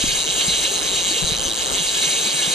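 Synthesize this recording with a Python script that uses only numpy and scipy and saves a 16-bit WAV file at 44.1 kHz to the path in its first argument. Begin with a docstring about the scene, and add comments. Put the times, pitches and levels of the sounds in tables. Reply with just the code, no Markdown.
"""Beside a river, line runs off a click-and-pawl fly reel held close to a camera.
The pawl chatters over every tooth and rings the metal spool and frame, made as a bank of resonances;
the ring swirls as the spool turns. Behind it the river rushes (shaped noise) and gurgles (rising
damped tones), with light wind (low noise) and a few soft bumps on the camera (short damped tones)."""
import sys
import numpy as np
from scipy import signal
from scipy.fft import rfft, irfft, next_fast_len
from scipy.io import wavfile
from scipy.ndimage import map_coordinates

SR = 44100
rng = np.random.default_rng(int(sys.argv[2]) if len(sys.argv) > 2 else 0)


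def master_out(mix):
    """Clip the mix to full scale and print it as 16-bit PCM to the path in sys.argv[1]."""
    frames = np.transpose(np.atleast_2d(mix))
    ceiling = np.clip(frames, -1, 1)
    pcm = np.round(ceiling * 32767).astype(np.int16)
    wavfile.write(sys.argv[1], SR, pcm)


N = 112014
TIME = np.arange(N) / SR
LEFT_RIGHT = np.array([[1], [-1]])


def amp(db):
    """Decibels to gain."""
    return 10 ** (np.asarray(db) / 20)


def unit(x):
    """Scale to rms 1."""
    return x / np.sqrt(np.mean(x ** 2) + 1e-20)


def along(points, hz):
    """Read (frequency [Hz], value) points on a log frequency axis."""
    f, v = np.transpose(points)
    return np.interp(np.log(hz + 1), np.log(f + 1), v)


def curve(rows):
    """One value per sample from (time [s], value) rows."""
    return np.interp(TIME, *np.transpose(rows))


def wobble(rate):
    """A smooth random curve, rate knots a second."""
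    knots = rng.standard_normal(int(N * rate / SR) + 4)
    return map_coordinates(knots, [np.arange(N) * rate / SR])


def filtered(x, response):
    """Filter x by a complex response of frequency."""
    m = next_fast_len(N + SR // 4)
    return irfft(rfft(x, m) * response(np.fft.rfftfreq(m, 1 / SR)), m)[..., :N]


def sides(pan_db):
    """Left and right gains for a level difference, at constant mean power."""
    gains = amp(LEFT_RIGHT * pan_db / 2)
    return gains / np.sqrt(np.mean(gains ** 2, axis=0))


def stereo(pair, alike, pan):
    """Blend a mid and a side signal so that left and right are as alike as asked, then pan by frequency."""
    def mid_side_gains(hz):
        turn = np.arccos(np.clip(along(alike, hz), -1, 1)) / 2
        return np.array([np.cos(turn), np.sin(turn)])

    mid, side = filtered(pair, mid_side_gains)
    return filtered(np.array([mid + side, mid - side]), lambda hz: sides(along(pan, hz)))


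def blip(start, hz, length, rise):
    """A damped tone with a soft start and an envelope peak of 1; rise is its relative pitch gain per second."""
    t = np.maximum(TIME - start, 0)
    envelope = t / length * np.exp(1 - t / length)
    return envelope * np.sin(2 * np.pi * hz * t * (1 + rise * t / 2))


def place(seconds, values):
    """Add each value at its nearest sample."""
    samples = np.clip(np.round(seconds * SR), 0, None).astype(int)
    return np.bincount(samples.ravel(), values.ravel(), N)[:N]


# first crest [teeth]; how long before each crest the pawl slips [s]
FIRST_TOOTH, SLIP_LEAD_S = .21, .0018
JITTER_S, TOOTH_SCATTER_DB = .00004, 0.3
# each skitter holds, then decays
CHATTER_HOLD_S, CHATTER_DECAY_S = 0.00062, 0.0021
# power share of the skitter that is new at each tooth; carry-over of the rest from tooth to tooth
CHATTER_FRESH, CHATTER_MEMORY = .45, .88
# from the slip to the landing on the next tooth
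FLIGHT_S, FLIGHT_SCATTER_S = .0008, .00005
LANDING_DB, LANDING_SOFT_HZ = 0, 4830
RATTLE_DB = -21  # steady noise against the chatter


def pawl(tooth):
    """At every tooth the pawl skitters off the crest, much as at the tooth before, then lands on the next."""
    age = np.arange(SR // 200) / SR
    slips = np.interp(np.arange(FIRST_TOOTH, tooth[-1]), tooth, TIME) - SLIP_LEAD_S
    chance = rng.standard_normal((len(slips), 3))
    slips = slips + JITTER_S * chance[:, 0]
    size = amp(TOOTH_SCATTER_DB * chance[:, 1])

    fresh, habit = rng.standard_normal((2, 2, len(slips), len(age)))
    habit = unit(signal.lfilter([1], [1, -CHATTER_MEMORY], habit, axis=1))
    bursts = np.sqrt(CHATTER_FRESH) * fresh + np.sqrt(1 - CHATTER_FRESH) * habit
    bursts = bursts * np.exp(-np.maximum(age - CHATTER_HOLD_S, 0) / CHATTER_DECAY_S)
    bursts = size[:, None] * bursts / np.linalg.norm(bursts, axis=2, keepdims=True)
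    chatter = unit(np.array([place(slips[:, None] + age, b) for b in bursts]))

    landing = unit(place(slips + FLIGHT_S + FLIGHT_SCATTER_S * chance[:, 2], size))
    landing = filtered(landing, lambda f: 1 / (1 + (f / LANDING_SOFT_HZ) ** 6))
    landing = np.array([landing, 0 * landing])  # mid only
    rattle = rng.standard_normal((2, N))
    return chatter + amp(LANDING_DB) * landing + amp(RATTLE_DB) * rattle


# ringing modes of spool and frame: (frequency [Hz], width [Hz], relative level [dB])
REEL_MODES = [(1703, 79, -11.5), (2160, 94, -9.5), (2577, 226, -12.5), (2821, 68, -2), (3175, 320, -5.5),
              (3753, 56, 1), (3960, 95, 1.5), (4626, 550, -10.5), (5245, 118, -8), (6200, 486, -4),
              (7420, 567, -4), (8275, 144, -4), (8977, 340, -6.5), (10200, 240, -30.5), (11570, 790, -23.5),
              (13900, 510, -67)]
# phase between the two microphone ports: (frequency [Hz], left lead [rad])
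REEL_LEAD = [(1700, 1.58), (2700, 1.03), (5400, -1.27), (6100, -0.4), (7200, -2), (7800, -2), (8800, -2),
             (9800, 0), (12500, -2)]


def spool_and_frame(force):
    """Metal modes, alternating in sign, ring under the pawl's force and reach the two ports out of phase."""
    def body(f):
        total = 0
        for k, (centre, width, db) in enumerate(REEL_MODES):
            damping = 1j * f * width
            total = total + (-1) ** k * amp(db) * damping / (centre * centre - f * f + damping)
        return total

    return filtered(force, lambda f: body(f) * np.exp(.5j * LEFT_RIGHT * along(REEL_LEAD, f)))


# how each range of the ring follows the spool: (centre [Hz], level per doubling of speed [dB],
# then swing [dB] and loudest tooth [teeth] for the patterns that come 2, 3 and 4 times a turn)
SWIRL = [(2200, 6, 1.13, 29.3, 0.32, 10, 1, 11.8), (3330, 2.1, 1.05, 5.2, 0.66, 5, 1.1, 4.2),
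         (3840, 2.1, 1.26, 26, 2.4, 10, 0.15, 28), (4300, 3.2, 1.76, 27.5, 1.3, 8.8, 1.9, 6.2),
         (6150, 2.9, 0.23, 2.2, 0.28, 1, 0.79, 3.1), (7100, 3.1, .8, 19, 0.43, 1, 0.48, 10.6)]
# brief surges and dips of the lower ring: (time [s], level [dB] at the surge centre)
SURGES = [(.11, 4), (.303, 2), (.415, 6.5), (.47, -8), (.55, 2.5), (.658, 8), (.77, -1), (.866, -0.5),
          (.985, 4.5), (1.18, 0), (1.61, 3.5), (1.785, 3.5), (1.975, 3), (2.04, 1), (2.29, 2), (2.45, 3)]
SURGE_S, SURGE_HZ, SURGE_OCTAVES = 0.016, 3300, 0.23  # half length, centre and half width
TEETH = 64  # per turn of the spool
CRUISE_HZ = 200  # teeth per second at which speed leaves the level alone


def swirl(ring, speed, tooth):
    """Each frequency range of the ring swells with speed, with the spool's angle and in brief surges."""
    surge_db = sum(db * np.exp(-((TIME - s) / SURGE_S) ** 2) for s, db in SURGES)
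    centres = [row[0] for row in SWIRL]
    out = 0
    for own, (hz, speed_db, *patterns) in zip(np.eye(len(SWIRL)), SWIRL):
        surge_share = np.exp(-(np.log2(hz / SURGE_HZ) / SURGE_OCTAVES) ** 2)
        level_db = speed_db * np.log2(speed / CRUISE_HZ) + surge_db * surge_share
        for lobes, (swing_db, loudest) in enumerate(np.reshape(patterns, (-1, 2)), 2):
            level_db = level_db + swing_db * np.cos(2 * np.pi * lobes * (tooth - loudest) / TEETH)
        # neighbouring ranges crossfade between their centres
        part = filtered(ring, lambda f: along(np.c_[centres, own], f))
        out = out + amp(level_db) * part
    return out


# speed of the ratchet: (time [s], speed [teeth per second])
SPEED = [(0.0, 307.6), (0.07, 254.2), (0.08, 297.3), (0.14, 239.3), (0.17, 246.3), (0.24, 125.2),
         (0.32, 200.2), (0.37, 226.9), (0.4, 297.8), (0.44, 251.3), (0.47, 299.7), (0.52, 247.2),
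         (0.54, 292.7), (0.62, 220.7), (0.63, 276.3), (0.67, 205.1), (0.7, 184.8), (0.74, 203.6),
         (0.81, 132.1), (0.84, 185.9), (0.87, 210.6), (0.9, 173.6), (0.97, 247.8), (1.01, 181.3),
         (1.04, 163.4), (1.08, 212.9), (1.14, 190.5), (1.17, 262.6), (1.24, 131.6), (1.29, 184.7),
         (1.38, 98.2), (1.41, 115.6), (1.45, 185.7), (1.52, 98.7), (1.55, 107.4), (1.61, 198.0),
         (1.66, 126.9), (1.71, 125.2), (1.76, 209.2), (1.81, 191.4), (1.85, 227.9), (1.9, 190.3),
         (1.93, 213.8), (1.95, 276.9), (2.0, 288.9), (2.03, 359.2), (2.05, 305.0), (2.09, 321.0),
         (2.14, 242.3), (2.16, 277.4), (2.23, 206.5), (2.27, 254.6), (2.31, 191.1), (2.35, 259.2),
         (2.41, 240.0), (2.43, 295.7), (2.49, 222.4), (2.54, 284.7)]
# likeness of the reel's drive at the two microphone ports: (frequency [Hz], correlation [-1 to 1])
REEL_ALIKE = [(1700, .6), (2800, 0.81), (4000, 0.75), (5300, 0.58), (6300, 0.94), (7500, 1), (9000, 0.22),
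              (13000, 1)]
# balance of the reel's drive: (frequency [Hz], left-right level [dB])
REEL_PAN = [(60, 3.5), (78, 0.5), (100, -1.5), (130, -0.5), (170, 1.5), (220, 3.5), (290, 5.0), (380, 3),
            (490, 3.5), (640, -11), (830, 3), (1080, -17), (1410, -4), (1830, 3), (2380, -1.5),
            (3100, -4.5), (4030, -0.5), (5240, -1), (6820, 6), (8870, -3), (11500, 1.5), (15000, 1.5)]
REEL_DB = -20.5  # rms


def reel():
    """The turning ratchet drives the pawl, whose force rings the spool and frame."""
    speed = curve(SPEED)
    tooth = np.cumsum(speed) / SR
    # the force eases as the teeth crowd together
    force = stereo(pawl(tooth) / np.sqrt(speed), REEL_ALIKE, REEL_PAN)
    return amp(REEL_DB) * unit(swirl(spool_and_frame(force), speed, tooth))


# bumps on the camera: (time [s], envelope peak before panning [dB], frequency [Hz],
# time to the peak [s], left-right level [dB])
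BUMPS = [(0.039, -14.5, 250, 0.0016, 7), (.058, -31.5, 162, 0.0074, -11), (0.089, -25, 100, 0.0026, 11),
         (.125, -33, 150, 0.0066, 0), (.285, -33.5, 147, 0.0054, 0), (.481, -21, 175, 0.0038, 5),
         (1.22, -21, 160, 0.0073, 26), (1.242, -20, 70, 0.0019, 28), (1.268, -31.5, 140, .004, 22),
         (1.318, -19.5, 133, 0.0027, 18), (1.39, -26, 74.6, 0.0023, 15), (1.459, -30, 55, 0.0051, 2),
         (1.803, -28, 164, 0.006, -14), (2.065, -32.5, 151, 0.0076, -3), (2.265, -31.5, 212, 0.0067, 4),
         (2.34, -31, 159, 0.0073, 2), (2.477, -24.5, 180, 0.0029, 18)]


def bumps():
    """Dull knocks through the camera mount, each a short damped low tone."""
    return sum(amp(db) * sides(pan) * blip(s, hz, length, 0) for s, db, hz, length, pan in BUMPS)


# colour of the rush: (frequency [Hz], relative level per Hz [dB])
RIVER_SPECTRUM = [(25, -31), (60, -20), (105, -13.5), (165, -1.5), (220, -5.5), (430, -0.5), (800, -3.5),
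                  (1500, -9), (3000, -17), (9000, -19.5), (15000, -34)]
# likeness of the rush at left and right: (frequency [Hz], correlation [-1 to 1])
RIVER_ALIKE = [(50, 0.047), (200, 0.32), (400, 0.96), (700, -0.052), (1200, -0.052), (3000, .05)]
# balance of the rush: (frequency [Hz], left-right level [dB])
RIVER_PAN = [(50, -18), (300, 8), (700, 0), (1400, -4), (4000, -9)]
# the rush before its small random wobble: (time [s], level [dB])
RIVER_LEVEL = [(0, -32.5), (.4, -31), (.62, -32.5), (.76, -31), (.93, -32), (1.3, -32.5), (1.6, -30.5),
               (1.9, -32.5), (2.25, -31), (2.54, -31.5)]


def river_rush():
    """Shallow water rushes as wide shaped noise with a slight random wobble in level."""
    rush = filtered(rng.standard_normal((2, N)), lambda f: amp(along(RIVER_SPECTRUM, f)))
    rush = unit(stereo(rush, RIVER_ALIKE, RIVER_PAN))
    return rush * amp(0.92 * wobble(12)) * amp(curve(RIVER_LEVEL))


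# bubble notes: (time [s], starting frequency [Hz], envelope peak [dB])
GURGLES = [(.675, 524, -28.5), (.71, 403, -27), (1.109, 314, -29), (1.165, 456, -27.5)]
GURGLE_S, GURGLE_RISE_PER_S = 0.0054, 3.2  # time to the peak; relative pitch rise


def gurgles():
    """A few bubbles ring as damped tones that rise in pitch."""
    return sum(amp(db) * blip(s, hz, GURGLE_S, GURGLE_RISE_PER_S) for s, hz, db in GURGLES)


# wind on the ports, before the left and right trims: (time [s], level [dB])
WIND = [(0.0, -46), (0.08, -33), (0.15, -41.5), (0.4, -40.5), (0.43, -54), (0.49, -35), (0.69, -48.5),
        (1.15, -42.5), (1.17, -59), (1.24, -39), (1.53, -42.5), (1.56, -59), (1.6, -42), (2.54, -55.5)]
# colour of the wind: (frequency [Hz], relative level per Hz [dB])
WIND_SPECTRUM = [(15, -3), (40, 14.5), (90, 4), (200, -22), (600, -65)]
WIND_LEFT_DB, WIND_RIGHT_DB = 3, -3


def wind():
    """Light wind buffets the ports as unrelated low noise, stronger on the left."""
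    rumble = unit(filtered(rng.standard_normal((2, N)), lambda f: amp(along(WIND_SPECTRUM, f))))
    return rumble * amp(curve(WIND)) * amp([[WIND_LEFT_DB], [WIND_RIGHT_DB]])


def scene():
    """The reel in front with bumps on the camera, the river and wind behind."""
    return reel() + river_rush() + gurgles() + wind() + bumps()


TOP_HZ = 15250


def record(dry):
    """The camera keeps nothing above its band limit."""
    return filtered(dry, lambda hz: hz < TOP_HZ)


dry = scene()
out = record(dry)
master_out(out)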